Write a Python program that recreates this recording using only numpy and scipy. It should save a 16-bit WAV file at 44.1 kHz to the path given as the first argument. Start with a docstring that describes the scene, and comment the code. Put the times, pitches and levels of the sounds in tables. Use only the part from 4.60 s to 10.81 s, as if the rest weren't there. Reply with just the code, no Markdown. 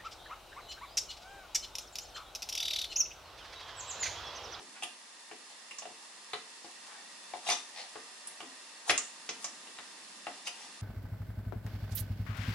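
"""Steel tongs knock and scrape in a plastic measuring cup, turning food in batter on a kitchen counter.
Each impact excites the damped modes of the cup's base, its air cavity, its wall and the steel arms;
sliding tips drive cavity, wall and steel by stick-slip friction. A pan of hot oil fizzes faintly over
a gas flame, and the small kitchen adds early reflections and a brief reverberation."""
import sys
import numpy as np
from scipy import signal
from scipy.fft import rfft, irfft
from scipy.io import wavfile
from scipy.ndimage import uniform_filter1d

SR = 44100
rng = np.random.default_rng(int(sys.argv[2]) if len(sys.argv) > 2 else 0)


def waveform_to_disk(signal):
    """Save audio, clipped to [-1, 1], as 16-bit WAV at the path in sys.argv[1]."""
    frames = np.transpose(np.atleast_2d(signal))
    scaled = np.clip(frames, -1, 1) * 32767
    samples = np.round(scaled).astype(np.int16)
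    wavfile.write(sys.argv[1], SR, samples)


N = 274008
RING_S = .5   # time allowed for a sound to die away

# modes of the air in the cup: (f/Hz, level/dB, t60/s)
CAVITY_MODES = [(726, -5.5, 0.079), (720, 6.5, 0.071), (740, -4, 0.042)]
# modes of the plastic wall: (f/Hz, level/dB, t60/s)
WALL_MODES = [(613, -3.5, 0.037), (767, -11, 0.022), (1040, -0.5, 0.019), (1114, 2, 0.026),
              (1223, 2.5, 0.14), (1309, -1, 0.076), (1638, -9.5, 0.066), (1672, -1.5, 0.11),
              (1962, 7, 0.14), (2060, -2.5, 0.065), (2255, 5, 0.077), (2267, 7, 0.04), (2555, -1, 0.027),
              (2775, 7, 0.044), (3082, 5.5, 0.26), (3010, 8.5, 0.091), (3384, 6, 0.037), (3770, 1, 0.021)]
# modes of the steel arms: (f/Hz, level/dB, t60/s)
STEEL_MODES = [(2092, 7, 0.032), (2473, -4.5, 0.076), (2805, 5, 0.025), (3624, 7.5, 0.092), (3980, 2, .07),
               (4630, -23, 0.11), (4830, 8, 0.064), (5360, 4, 0.032), (5760, -13, 0.092),
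               (5970, 4.5, 0.059), (6400, -15, 0.15), (6640, -6, 0.089), (7100, -10, 0.098),
               (7960, 2, 0.049), (10100, -15, 0.069), (10100, 12, 0.068)]
# coherence of the sound field in the room: (f/Hz, left-right correlation)
ROOM_COHERENCE = [(200, 0.93), (700, 0.91), (1400, 0.66), (3000, 0.4), (10000, 0.19)]


def from_db(db):
    """Amplitude ratio of a level in decibels."""
    return 10 ** (np.asarray(db) / 20)


def rms_one(x):
    """Normalisation to unit mean power."""
    return x / np.sqrt(np.mean(x ** 2) + 1e-20)


def at_hz(points, hz):
    """Interpolation of (f/Hz, value) points on a logarithmic frequency axis."""
    f, value = np.transpose(points)
    return np.interp(np.log(np.maximum(hz, 1)), np.log(f), value)


def add(out, start_s, sound):
    """Superposition of a sound from a given time on."""
    i = max(round(start_s * SR), 0)
    out[..., i:i + sound.shape[-1]] += sound[..., :N - i]


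def panned(x, left_db):
    """Direction by level difference: left exceeds right by left_db."""
    return x * from_db([[left_db / 2], [-left_db / 2]])


def butter(x, hz, kind, order=2):
    """Causal Butterworth filter, maximally flat in its passband."""
    sections = signal.butter(order, np.clip(hz, 10, .45 * SR), kind, fs=SR, output="sos")
    return signal.sosfilt(sections, x)


def band(x, hz, width):
    """Band-pass whose edges have hz as their geometric mean."""
    low = np.hypot(hz, width / 2) - width / 2
    return butter(x, [low, low + width], "band")


def stereo_noise(n, coherence, gain=1):
    """Partially coherent noise: sum and difference of two independent spectra, weighted by gain."""
    alike = np.clip(at_hz(coherence, np.fft.rfftfreq(n, 1 / SR)), -1, 1)
    mid, side = rfft(rng.standard_normal((2, n))) * gain
    return irfft(np.sqrt((1 + alike) / 2) * mid + np.sqrt((1 - alike) / 2) * side * [[1], [-1]], n)


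def stove(crossover_hz=310):
    """Source and filter: low flame noise and the hiss of oil, coloured by the pan's resonances."""
    # spectral density of flame and oil together: (f/Hz, level/dB)
    spectrum = [(40, -50), (90, -33), (130, -22.5), (210, -2.5), (400, -5), (650, -2), (1050, -0.5),
                (1450, -4.5), (2400, -3.5), (3300, -3), (4800, -1), (7500, -3.5), (9000, -5.5),
                (11000, -8.5)]
    # resonances of the pan under the bubbles: (f/Hz, bandwidth/Hz, level/dB)
    pan_modes = [(750, 16, 4.5), (916, 21, 9), (1008, 20, 4.5), (1060, 45, 2.5), (1204, 51, 7),
                 (1600, 29, 8.5), (1740, 49, 7.5), (1830, 30, 9.5), (1918, 69, 9.5), (2090, 56, 2.5),
                 (2640, 37, 6.5), (2733, 106, 6), (3550, 47, 10), (4080, 31, 4.5), (4406, 77, 7),
                 (4960, 33, 1), (5070, 36, 8.5), (5350, 26, 9), (7300, 120, 0.5), (7400, 260, 1.5),
                 (9900, 61, 7)]
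    # coherence of the stove's sound: (f/Hz, left-right correlation)
    coherence = [(60, 0.58), (250, 0.79), (900, 0.36), (2000, 0.45), (4000, 0.14), (10000, 0.08)]
    # course of the two sources: (t/s, flame level/dB, oil level/dB)
    levels = [(0.1, -68, -54), (0.37, -78, -54.5), (2.78, -73, -51.5), (4.14, -77, -52), (4.79, -69, -51.5),
              (6.2, -69.5, -52)]
    hz, t = np.fft.rfftfreq(N, 1 / SR), np.arange(N) / SR
    resonance_db = sum(db / (1 + (2 * (hz - f) / width) ** 2) for f, width, db in pan_modes)
    colour = from_db(at_hz(spectrum, hz) + resonance_db)
    low_share = 1 / (1 + (hz / crossover_hz) ** 6)
    times, flame_db, oil_db = np.transpose(levels)
    flame = rms_one(stereo_noise(N, coherence, colour * np.sqrt(low_share)))
    oil = rms_one(stereo_noise(N, coherence, colour * np.sqrt(1 - low_share)))
    flame *= from_db(np.interp(t, times, flame_db))
    oil *= from_db(np.interp(t, times, oil_db))
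    return panned(from_db(2) * (flame + oil), left_db=-1)


def fizz(pops_per_s=350, level_db=-64):
    """Shot noise: tiny bubbles burst on the oil at random, a few larger than the rest."""
    sizes = from_db(6 * np.minimum(rng.exponential(1, N), 2)) * rng.standard_normal((2, N))
    pops = sizes * (rng.random(N) < pops_per_s / SR)
    return from_db(level_db) * rms_one(band(pops + 1e-18, hz=5100, width=9200))


def ring(modes, vary_db):
    """Free vibration as a sum of damped modes; each touch lands elsewhere and weights them anew."""
    t = np.arange(int(RING_S * SR)) / SR
    hz, level_db, t60 = np.transpose(modes)[:, :, None]
    damping = np.log(1000) / t60
    resonance_peak = from_db(level_db + vary_db * rng.standard_normal(hz.shape))
    amplitude = resonance_peak * 2 * damping / SR
    sign = (-1) ** np.arange(len(modes))[:, None]
    return np.sum(sign * amplitude * np.exp(-damping * t) * np.sin(2 * np.pi * hz * t), axis=0)


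def crack(t60, snap):
    """Contact transient of about unit energy: an impulse, then dense modes overlapping as noise."""
    t = np.arange(int(RING_S * SR)) / SR
    burst = stereo_noise(len(t), ROOM_COHERENCE) * np.exp(-np.log(1000) * t / t60)
    burst = rms_one(burst) / np.sqrt(len(t))
    burst[:, 0] += snap
    return burst / np.hypot(1, snap)


def knocks():
    """Impact excitation: a blow rocks the base, pumps the cavity and rings the wall and the steel."""
    # blows of the tongs; the contact frequency is high for bare steel, low for steel in batter:
    # (t/s, base level/dB, cavity level/dB, wall level/dB, steel level/dB, contact f/Hz)
    blows = [ (0.002, -6, -11, -20, -32, 2800), (0.2235, -17, -1, -14, -1, 2880),
             (0.2325, -15, -11, -12, 1, 3020), (0.7128, -3, -9.5, -9, -34, 2970),
             (1.1096, -17, -34, -16, -3.5, 2670), (1.1852, -34, -36, -20, -5, 6700),
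             (1.2215, -21, 0, -13.5, -14, 3050), (1.2535, -4.5, 3, -14, -14, 3000),
             (1.302, -13, -7.5, -30, -35, 3000), (1.7330, -2.5, 5.5, 1.5, -2.5, 3950),
             (2.044, -9, -6.5, -19, -16, 4550), (2.7362, -11, 10.5, -10.5, -15, 3620),
             (2.8670, -11, 5.5, -10, -4, 2700), (2.8882, -1, 16, -0.5, 7.5, 2440),
             (2.9, -0.5, 5, -1.5, 3.5, 5370), (3.3560, -1, -7, -5.5, -27, 2660),
             (3.672, -27, -34, -36, -7, 10000), (3.8037, -14, -3.5, -7, -7.5, 2930),
             (3.8280, -5, -11, -13, -23, 2800), (4.2960, 3, 4, 13.5, 2, 5900),
             (4.3030, -1, 2.5, 0, 10, 2450), (4.3777, -18, -22, -8.5, 6, 7260),
             (4.6903, -4.5, -7.5, -3, -1, 6000), (4.8436, -15, -10, -9.5, 0.5, 6500),
             (5.0700, -14, -23, -15.5, -15, 3140), (5.1860, -13.5, -6.5, -8.5, -11, 3580),
             (5.6675, -2.5, 6, -1, -7.5, 2640), (5.8695, -17, -12, -11.5, 3.5, 2750)]
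    # modes of the cup's base and the counter under it: (f/Hz, level/dB, t60/s)
    base_modes = [(88, -2.5, 0.11), (255.3, 0.5, 0.22), (350, -3, 0.16), (424.5, 2.5, 0.11)]
    # direction of the steel tick: (contact f/Hz, left minus right level/dB)
    tick_balance = [(2800, 0.5), (7000, -1.5)]
    out = np.zeros((2, N))
    for start_s, base_db, cavity_db, wall_db, steel_db, contact_hz in blows:
        thud_hz = 369 * 2 ** (.02 * base_db)   # a firmer push seats the base harder and raises its thud
        rock = ring(base_modes, vary_db=2.5) + from_db(-5.5) * crack(t60=0.047, snap=0.76)
        base = from_db(base_db + 0.5) * band(rock, thud_hz, width=290)
        # batter shifts under the tips and blurs the cavity's note
        gulp = band(crack(t60=0.051, snap=0.84), hz=767, width=290)
        cavity = from_db(1) * ring(CAVITY_MODES, vary_db=1) + from_db(-5.5) * gulp
        cavity = from_db(cavity_db) * butter(cavity, 240, "high")
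        wall = from_db(-1) * ring(WALL_MODES, vary_db=3.5)
        wall = wall + from_db(-2) * butter(crack(t60=0.07, snap=0.41), 790, "high")
        wall = from_db(wall_db) * butter(wall, 0.59 * contact_hz, "low")   # batter cushions the contact
        steel = from_db(-1.5) * ring(STEEL_MODES, vary_db=1.5)
        steel = steel + from_db(-0.5) * crack(t60=0.063, snap=0.22)
        tick_width = 770 * (contact_hz / 2970) ** 1.39   # a high tick is short and wide, a low one rings
        # a harder blow is briefer and so brighter
        treble = from_db(-15.5 + 0.47 * steel_db) * butter(steel, 3400, "high")
        tick = from_db(steel_db) * (band(steel, contact_hz, tick_width) + treble)
        add(out, start_s, panned(base + cavity + wall, left_db=2))
        add(out, start_s, panned(tick, at_hz(tick_balance, contact_hz)))
    return out


def scrapes(slips_per_s=2500):
    """Stick-slip friction: dense, uneven slips of the tips drive wall, cavity and steel together."""
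    # strokes along the wall: (peak t/s, rise time/s, level/dB, centre f/Hz)
    strokes = [ (0.165, 0.013, -56, 1470), (0.233, 0.0053, -41, 7800), (0.908, 0.013, -57, 4060),
               (1.425, .017, -58, 8420), (2.320, .055, -59, 1170), (2.875, 0.017, -41.5, 5140),
               (2.911, .017, -33, 4500), (3.185, .025, -46, 3300), (4.292, 0.016, -39.5, 6850),
               (4.828, 0.02, -51, 6160), (5.750, 0.029, -59, 2830), (5.870, .010, -42.5, 4200),
               (6.010, .04, -54.5, 3960)]
    out, t = np.zeros((2, N)), np.arange(int(RING_S * SR)) / SR
    for peak_s, rise_s, level_db, hz in strokes:
        lead_s, fall_s, width = 2.5 * rise_s, 1.42 * rise_s, 1.23 * hz
        envelope = np.exp(-((t - lead_s) / np.where(t < lead_s, rise_s, fall_s)) ** 2 / 2)
        slips = (rng.random(len(t)) < slips_per_s / SR) * rng.standard_normal(len(t))
        force = from_db(level_db + 1.5) * rms_one(slips) * envelope
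        rub = crack(t60=0.019, snap=0.51) + from_db(-3) * ring(STEEL_MODES, vary_db=3.5)
        rub += from_db(-5.5) * ring(WALL_MODES, vary_db=4)
        cup = band(from_db(5) * ring(CAVITY_MODES, vary_db=1) + from_db(2) * rub, hz=870, width=690)
        response = band(rub, hz, width) + cup * width / 6500   # a firm, broadband rub shakes the cup too
        response /= np.sqrt(np.sum(response ** 2) / 2)
        add(out, peak_s - lead_s, signal.fftconvolve(force[None], response, axes=1))
    return panned(out, left_db=1.5)


def smooth_colour(x, fine_hz=50, broad_hz=500):
    """Well-scattered sound has no strong narrow peaks: each band is levelled with its neighbours."""
    spectrum, bin_hz = rfft(x), SR / x.shape[-1]
    power = np.mean(np.abs(spectrum) ** 2, axis=0) + 1e-20
    fine, broad = (uniform_filter1d(power, int(width / bin_hz)) for width in (fine_hz, broad_hz))
    return irfft(spectrum * np.sqrt(np.abs(broad / fine)), x.shape[-1])


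def kitchen(x, build_s=0.0024, tail_s=.35, right_lag_s=.000035):
    """Room response: direct sound, early reflections and a diffuse field that decays band by band."""
    # reverberation: (f/Hz, t60/s, level/dB)
    decay_bands = [(80, 0.35, -3), (250, 0.28, 5.5), (690, 0.22, 0), (1500, 0.33, -2), (3980, 0.27, -2),
                   (9900, 0.38, -6.5)]
    # reflections from counter, boxes and back wall: (left delay/s, right delay/s, level/dB)
    reflections = [(.0025, 0.0022, -15.5), (.0074, 0.0089, -9), (.0091, .0082, -10)]
    t = np.arange(int(RING_S * SR)) / SR
    hz = np.fft.rfftfreq(len(t), 1 / SR)
    noise, tail = rfft(stereo_noise(len(t), ROOM_COHERENCE)), 0
    centres = [row[0] for row in decay_bands]
    build_up = 1 - np.exp(-(t / build_s) ** 2)
    for own_band, (_, t60, tail_db) in zip(np.eye(len(centres)), decay_bands):
        share = at_hz(list(zip(centres, own_band)), hz)
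        fade = rms_one(np.exp(-np.log(1000) * t / t60) * build_up) / np.sqrt(len(t))
        tail = tail + from_db(tail_db) * fade * irfft(noise * share, len(t))
    tail = smooth_colour(tail)[:, t < tail_s]
    wet = signal.fftconvolve(x, tail, axes=1)[:, :N]
    bright = butter(x, 1900, "high", order=1)   # small surfaces return only short waves
    for left_s, right_s, echo_db in reflections:
        add(wet[0], left_s, from_db(echo_db) * bright[0])
        add(wet[1], right_s, from_db(echo_db) * bright[1])
    add(wet[0], 0, x[0])
    add(wet[1], right_lag_s, x[1])   # the cup stands to the left
    return wet


def scene():
    """Superposition of the sources: tongs and cup close by, the stove behind."""
    return kitchen(from_db(0.5) * knocks() + scrapes() + fizz()) + stove()


def record(dry, bass_hz=60, cutoff_hz=11150):
    """Band limiting: the microphone drops the deep bass and an elliptic low-pass cuts the top."""
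    low_pass = signal.ellip(12, .1, 70, cutoff_hz, fs=SR, output="sos")
    return signal.sosfilt(low_pass, butter(dry, bass_hz, "high"))


dry = scene()
out = record(dry)
waveform_to_disk(out)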